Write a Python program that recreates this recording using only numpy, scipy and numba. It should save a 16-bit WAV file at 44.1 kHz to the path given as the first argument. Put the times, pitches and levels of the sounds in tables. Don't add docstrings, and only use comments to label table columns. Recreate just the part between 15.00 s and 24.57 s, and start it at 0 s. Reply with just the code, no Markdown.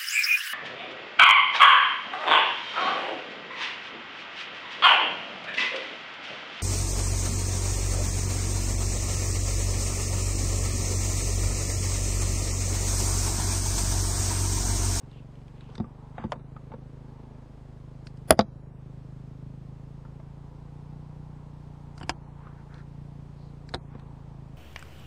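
import sys
import numpy as np
from scipy import signal
from scipy.io import wavfile
from scipy.ndimage import uniform_filter1d
from numba import njit

SR = 44100
rng = np.random.default_rng(int(sys.argv[2]) if len(sys.argv) > 2 else 0)


def bounce(signal):
    frames = np.transpose(np.atleast_2d(signal))
    limited = np.clip(frames, -1, 1)
    pcm = np.round(limited * 32767).astype(np.int16)
    wavfile.write(sys.argv[1], SR, pcm)


N = 422037


def undb(db):
    return 10 ** (np.asarray(db) / 20)


def level(x, db):
    return x * undb(db) / np.sqrt(np.mean(x ** 2))


def curve(rows):
    s, *columns = np.transpose(rows)
    return [np.interp(np.arange(N) / SR, s, c) for c in columns]


@njit
def svf(x, hz, width):
    y, b, l = np.empty(len(x)), 0., 0.
    for i in range(len(x)):
        g, k = np.tan(np.pi * hz[i] / SR), width / hz[i]
        v = (b + g * (x[i] - l)) / (1 + g * (g + k))
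        b, l, y[i] = 2 * v - b, l + 2 * g * v, k * v
    return y


def band(x, hz, width):
    return svf(x, np.clip(hz * np.ones(len(x)), 10, .45 * SR), 1. * width)


def resonate(x, modes):
    return sum(undb(db) * band(band(x, hz, width), hz, 1.7 * width) for hz, width, db in modes)


def walk(rate):
    k = int(SR / rate)
    steps = np.repeat(rng.standard_normal(N // k + 1), k)
    return 0.71 * uniform_filter1d(uniform_filter1d(steps, k), k)[:N]


def add(out, s, x, db):
    i = int(s * SR)
    out[i:i + len(x)] += (x * undb(db) / np.abs(x).max())[:N - i]


def ring(modes, luck, stretch):
    t = np.arange(SR // 4) / SR
    hz, db, t60 = (c[:, None] for c in np.transpose(modes))
    a, b = luck[:len(modes), None], luck[::-1][:len(modes), None]
    decay = np.exp(-np.log(1000) * t / (t60 * stretch))
    tones = np.sin(2 * np.pi * hz * (1 + 0.03 * b) * t) * decay
    return np.sum(np.sign(b) * undb(db + 0.4 * a) * tones, axis=0)


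# (frequency [Hz], level [dB], t60 [s])
BOX_MODES = [(80, -8, 0.087), (127, -4, 0.027), (186, -6, 0.07), (255, -2.5, 0.059), (332, -0.5, 0.05)]


def blows(table, panel, crack_modes, own_hz, t60, tail):
    out, t = np.zeros(N), np.arange(SR // 4) / SR
    fade = np.exp(-np.log(1000) * t / t60)
    snap = np.exp(-t / .0018) + tail * fade
    push = np.hanning(18)
    thud_modes = BOX_MODES + [(own_hz, 4, .09)] * (own_hz < 1000)
    crack_modes = crack_modes + [(own_hz, 700, 4)] * (own_hz > 1000)
    for s, panel_db, hz, thud_db, crack_db in table:
        s = s + 0.0012
        luck = rng.standard_normal(12)
        rattle_noise, crack_noise = rng.standard_normal((2, len(t)))
        board = ring(panel + [(hz, 2.5, .06)], luck, t60 / 0.062)
        rattle = resonate(rattle_noise * fade, [(hz, 600, 0), (1150, 500, -1), (560, 160, -3)])
        thud = ring(thud_modes, luck, 1.0)
        add(out, s, np.convolve(board, push), panel_db + 1.5)
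        add(out, s, rattle, panel_db - 6.5)
        add(out, s, np.convolve(thud, np.hanning(130)), thud_db + 7)
        add(out, s, resonate(crack_noise * snap, crack_modes), crack_db + 7.0)
    return out


# (time [s], panel peak [dB], loudest panel pitch [Hz], box thud [dB], crack [dB])
CLACKS = [
    (1.319, -20.5, 1028, -59, -36),
    (1.325, -23.5, 520, -48, -50),
    (3.305, -1.5, 647, -19, -13),
    (3.323, -25, 533, -30, -37.5),
]
# (frequency [Hz], level [dB], t60 [s])
LID_MODES = [(490, -6.5, 0.055), (681, 0.5, 0.065), (900, -5.5, 0.05), (1107, -16.5, 0.091),
             (1184.3, -7, 0.047), (1370, -9, 0.041), (1599, -23.5, 0.054), (2020, -16, 0.022),
             (2420, -29.5, 0.03)]
# (frequency [Hz], width [Hz], level [dB])
TIN_CRACK = [(2900, 1800, -2), (4600, 1300, 2.5), (6505, 4400, -9)]


def lid_clacks():
    return blows(CLACKS, LID_MODES, TIN_CRACK, own_hz=3300, t60=.034, tail=.1)


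# (time [s], peak [dB])
SLAPS = [
    (3.307, 2.5),
    (3.3241, -33.5),
]


def tin_slap():
    out, t = np.zeros(N), np.arange(SR // 100) / SR
    for s, db in SLAPS:
        hiss = resonate(rng.standard_normal(len(t)), [(9300, 1000, 0.0), (11600, 9000, 0.0084)])
        shriek = np.sin(2 * np.pi * 10340 * t) + hiss
        add(out, s, shriek * np.exp(-((t - .001) / 0.0005) ** 2), db)
    return out


# (time [s], panel peak [dB], loudest panel pitch [Hz], box thud [dB], crack [dB])
SLAMS = [
    (0.779, -37.5, 443, -39, -44),
    (0.799, -33, 750, -25, -52),
    (3.39, -6, 676, -18.5, -23.5),
    (3.407, -28, 506, -55, -29.5),
]
# (time [s], panel peak [dB], loudest panel pitch [Hz], box thud [dB])
KNOCKS = [(0.689, -44, 440, -53.5), (0.842, -40, 1090, -38.5), (1.18, -28.5, 687, -59),
          (1.194, -44, 670, -41), (1.238, -27.5, 514, -33.5), (1.246, -39, 500, -27.5),
          (1.356, -40, 533, -44), (1.394, -45, 616, -58.5), (1.563, -39.5, 1300, -55.5),
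          (1.7174, -39.5, 900, -53.5), (1.736, -34, 486, -45.5), (5.049, -46, 1290, -54.5),
          (5.197, -45, 647, -56), (5.93, -52, 810, -58), (7.468, -43.5, 1160, -52.5),
          (7.6, -57, 450, -55.5), (8.949, -42.5, 477, -44)]
# (frequency [Hz], level [dB], t60 [s])
BOARD_MODES = [(523, -4.5, 0.061), (886, -1.5, 0.052), (1127, -4.5, 0.042), (1450, -30, 0.025)]
# (frequency [Hz], width [Hz], level [dB])
WOOD_CRACK = [(2048, 1200, -9.5), (3700, 760, 1), (4710, 410, -2)]


def wood_knocks():
    soft = [tuple(row) + (row[1] - 29,) for row in KNOCKS]
    return blows(soft + list(SLAMS), BOARD_MODES, WOOD_CRACK, own_hz=219.8, t60=0.049, tail=0.16)


# (time [s], panel peak [dB], pitch added to the frame modes [Hz], box thud [dB], crack
# [dB])
PRIES = [
    (7.011, -33.5, 925, -42.5, -51),
    (7.029, -38, 810, -39.5, -43),
    (7.093, -17, 1130, -32, -21.5),
]
# (time [s], panel peak [dB], pitch added to the frame modes [Hz], box thud
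# [dB], crack [dB])
TEARS = [
    (8.738, -24, 893.5, -36, -33.5),
    (8.743, -20, 547, -31.5, -28.5),
]
# (frequency [Hz], level [dB], t60 [s])
FRAME_MODES = [(334, -9, 0.23), (520, -7, 0.047), (745, 6.5, 0.068), (900, 10, 0.042), (1143, 12, 0.019),
               (1686, 10, .03), (2130, -14.5, .03), (2900, 9, 0.0063)]
# (frequency [Hz], width [Hz], level [dB])
RESIN_CRACK = [(4220, 790, -5), (1800, 660, -2), (8800, 1240, -11.5)]


def steel_bar():
    pries = blows(PRIES, FRAME_MODES, TIN_CRACK, own_hz=2900, t60=0.036, tail=0.99)
    return pries + blows(TEARS, FRAME_MODES[:-1], RESIN_CRACK, own_hz=3800, t60=0.043, tail=0.32)


# (time [s], peak [dB], pitch [Hz])
TICKS = [(0.1145, -52, 3190), (0.13, -58, 2480), (0.3546, -51.5, 2530), (0.388, -58, 2640),
         (0.416, -55.5, 2280), (0.4817, -51.5, 2480), (0.581, -56, 2350), (0.608, -44.5, 3550),
         (0.641, -57, 2900), (0.7532, -38.5, 3700), (3.0696, -36, 4300), (3.1728, -53, 4830),
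         (6.9786, -39.5, 4300), (7.0019, -43, 5290), (7.7104, -67, 2420), (7.742, -46, 3580),
         (7.7805, -53.5, 2570), (8.6906, -37, 4280), (8.996, -47, 3480)]


def ticks():
    out, t = np.zeros(N), np.arange(SR // 20) / SR
    for s, db, hz in TICKS:
        puff = rng.standard_normal(len(t)) * np.exp(-t / .0028)
        body = resonate(puff, [(hz, 0.28 * hz, 0), (1700, 1400, -1), (800, 600, -4), (2800, 3000, -4)])
        sizzle_db = -14.5 + 11 * max(hz - 3800, 0) / 1000
        add(out, s, body, db + 2.0)
        add(out, s, resonate(puff, [(6770, 6700, 0)]), db + sizzle_db)
    return out


# (start [s], end [s], level [dB], centre [Hz], width [Hz])
RUB = [(0.071, 0.246, -65, 2820, 900), (0.51, 0.803, -68, 2600, 1200), (0.69, 0.79, -59, 900, 900),
       (1.142, 1.282, -50, 1003, 805), (1.693, 1.757, -58, 600, 500), (6.996, 7.078, -60, 900, 900),
       (7.33, 7.577, -59.5, 1180, 500), (7.54, 7.647, -65, 1500, 500), (7.683, 7.839, -56, 1460, 590),
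       (7.725, 7.826, -66.5, 3700, 2470), (8.337, 8.526, -71.5, 4250, 1200), (8.868, 9.04, -64, 1272, 821)]


def rubbing():
    out = np.zeros(N)
    grain_db = 2.5 * rng.exponential(size=N) + 2.5 * walk(90)
    grains = level(rng.standard_normal(N) * undb(grain_db), 0)
    for start, end, db, hz, width in RUB:
        i, k = int(start * SR), int(end * SR)
        scrape = level(resonate(grains[i:k], [(hz, width, 0)]), db)
        out[i:k] += np.hanning(k - i) ** 0.5 * scrape
    return out


def yard_echo(near):
    t = np.arange(SR // 5) / SR
    yard = band(rng.standard_normal(len(t)), 400, 700) * np.exp(-np.log(1000) * t / 0.071) * (t > .006)
    return signal.fftconvolve(near, yard / np.sqrt(np.sum(yard ** 2)))[:N]


def pipe(pulses, tuning, modes, sign=1, wide=3.0):
    out = 0
    for k, (hz, width, db) in enumerate(modes):
        tone = band(band(pulses, hz * tuning, width), hz * tuning, wide * width)
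        out = out + sign ** k * undb(db) * level(tone, 0)
    return out


# (time [s], firing rate [Hz], exhaust bark [dB], load [dB])
ENGINE = [(0, 23.2, -43.5, 3), (.32, 23.52, -44, -1), (.98, 25.16, -44.5, 1.5), (1.28, 26.92, -43, 0.5),
          (1.76, 26.5, -44, 1.5), (2.11, 26.69, -44.5, 4), (2.25, 26.57, -46.5, 5.5),
          (2.5, 26.31, -48, 2.5), (3.17, 26.33, -42.5, 0), (3.62, 26.36, -43, -2), (4.3, 26.54, -41.5, -1),
          (5.6, 28.64, -45, -2.5), (6.05, 29.84, -43, -2.5), (6.7, 29.45, -44.5, -2),
          (7.68, 28.6, -45.5, -3), (8.13, 28.78, -43, -2), (8.75, 28.81, -45, -0.5),
          (9.57, 26.78, -43.5, -2)]
# (frequency [Hz], width [Hz], level [dB])
BOOM = [(27.7, 13, -5), (53.4, 20, 2.5), (76, 81, -4), (105.5, 5.2, -10.5)]
# (frequency [Hz], width [Hz], level [dB])
BARK = [(152.4, 27, 3), (178, 51, -13)]
# (frequency [Hz], width [Hz], level [dB])
RASP = [(244, 43, 8), (390, 120, -3)]


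def engine():
    hz, bark_db, load_db = curve(ENGINE)
    faster = hz - 26.5
    tuning = 0.92 + 0.016 * faster
    unsteady = 1 + 0.0023 * walk(24) + .005 * walk(5)
    turns = np.cumsum(hz * unsteady) / SR + .25
    fired = np.flatnonzero(np.diff(np.floor(turns)))
    pulses = np.zeros(N)
    pulses[fired] = undb(.8 * rng.standard_normal(len(fired)))
    pulses = signal.fftconvolve(pulses, np.hanning(70), "same")
    gas = resonate(np.exp(-(turns % 1) / 0.46) * rng.standard_normal(N), [(340, 400, 0)])
    bark = undb(bark_db + .7 * walk(6.8)) * level(pipe(pulses, tuning, BARK, wide=5.9), 0)
    boom_db = -49 + 0.18 * faster
    boom = undb(boom_db) * level(pipe(pulses, tuning, BOOM, sign=-1.1), 0)
    rasp_db = -45.5 + load_db + 0.5 * walk(2.5)
    rasp = undb(rasp_db) * (level(pipe(pulses, tuning, RASP), -12.0) + level(gas, -19.5))
    return boom - bark - rasp


# (frequency [Hz], density [dB per Hz])
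AIR = [(320, -5.5), (450, -4), (600, -10), (919, -8.5), (1310, -18), (2730, -25), (7970, -31.5),
       (15500, -48)]


def air(hush):
    out, swell, table = 0, walk(0.51), np.array(AIR)
    for hz in 320 * 2 ** np.arange(0, 5.7, 1 / 3):
        db = np.interp(np.log(hz), np.log(table[:, 0]), table[:, 1]) + .5 * swell + .8 * walk(12)
        db = db - 1.5 * hush * min(hz / 2500, 1) * np.clip(1 + .6 * walk(25), .2, 3)
        out = out + undb(db) * band(band(rng.standard_normal(N), hz, hz / 3), hz, hz / 2)
    rumble = undb(1.6 * walk(0.6)) * resonate(rng.standard_normal(N), [(68.4, 98, 0.0), (197, 200, -4.5)])
    return level(out, -61) + level(rumble, -58)


# (nearest time [s], level [dB], distance / speed [s])
ROAD = [
    (1.0, -58.5, .3),
    (2.25, -61, .25),
    (5.8, -61.5, .9),
    (7.2, -58, .7),
    (9.1, -57.5, .4),
]


def road():
    t = np.arange(N) / SR
    power = sum(undb(2 * db) / (1 + ((t - s) / wide) ** 2) ** 2 for s, db, wide in ROAD)
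    return level(band(band(rng.standard_normal(N), 930, 260), 810, 350), -2.5) * np.sqrt(power)


def hush_after_blows(near):
    keep = np.exp(-1 / (.05 * SR))
    memory = signal.lfilter([1 - keep], [1, -keep], near ** 2)
    return memory / (memory + undb(-104))


def thin_treble(x):
    thin_from_hz = 3000
    hz, _, z = signal.stft(x, SR, "cosine", nperseg=2048)
    near = uniform_filter1d(np.abs(z), size=9, axis=0)
    power = np.sum(near[hz > 500] ** 2, axis=0)
    memory = signal.lfilter([1], [1, -.68], power)
    starved = memory / (memory + 20 * np.median(power))
    sieve = np.clip(hz[:, None] / thin_from_hz - 1 + starved, 0, 1) * (.92 + .25 * starved)
    patches = np.kron(rng.standard_normal((len(hz) // 16 + 1, len(power) // 4 + 1)), np.ones((16, 4)))
    sieve *= 1 + .25 * starved * patches[:len(hz), :len(power)]
    sieve[(hz > 9750) & (hz < 10280)] = 2 * (starved < .9)
    lasting = uniform_filter1d(np.abs(z) / near, size=5, axis=1)
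    survives = lasting > sieve * (hz[:, None] > thin_from_hz / 2)
    z = z * (survives | (near > undb(-81)))
    z = z + undb(-27) * near * np.exp(2j * np.pi * rng.random(z.shape))
    return signal.istft(z * (hz[:, None] < 15300), SR, "cosine", nperseg=2048)[1][:N]


def scene():
    near = lid_clacks() + wood_knocks() + steel_bar() + ticks() + rubbing()
    cover = signal.butter(4, [55, 9500], "bandpass", fs=SR, output="sos")
    near = signal.sosfilt(cover, near) + tin_slap()
    background = engine() + air(hush_after_blows(near)) + road()
    return (near + undb(-24.0) * yard_echo(near) + background)[None]


def top_cut(x):
    return signal.sosfilt(signal.butter(12, 16500, fs=SR, output="sos"), x)


def record(dry):
    mix = thin_treble(np.clip(dry[0], -.9, .9))[None]
    return top_cut(mix)


dry = scene()
out = record(dry)
bounce(out)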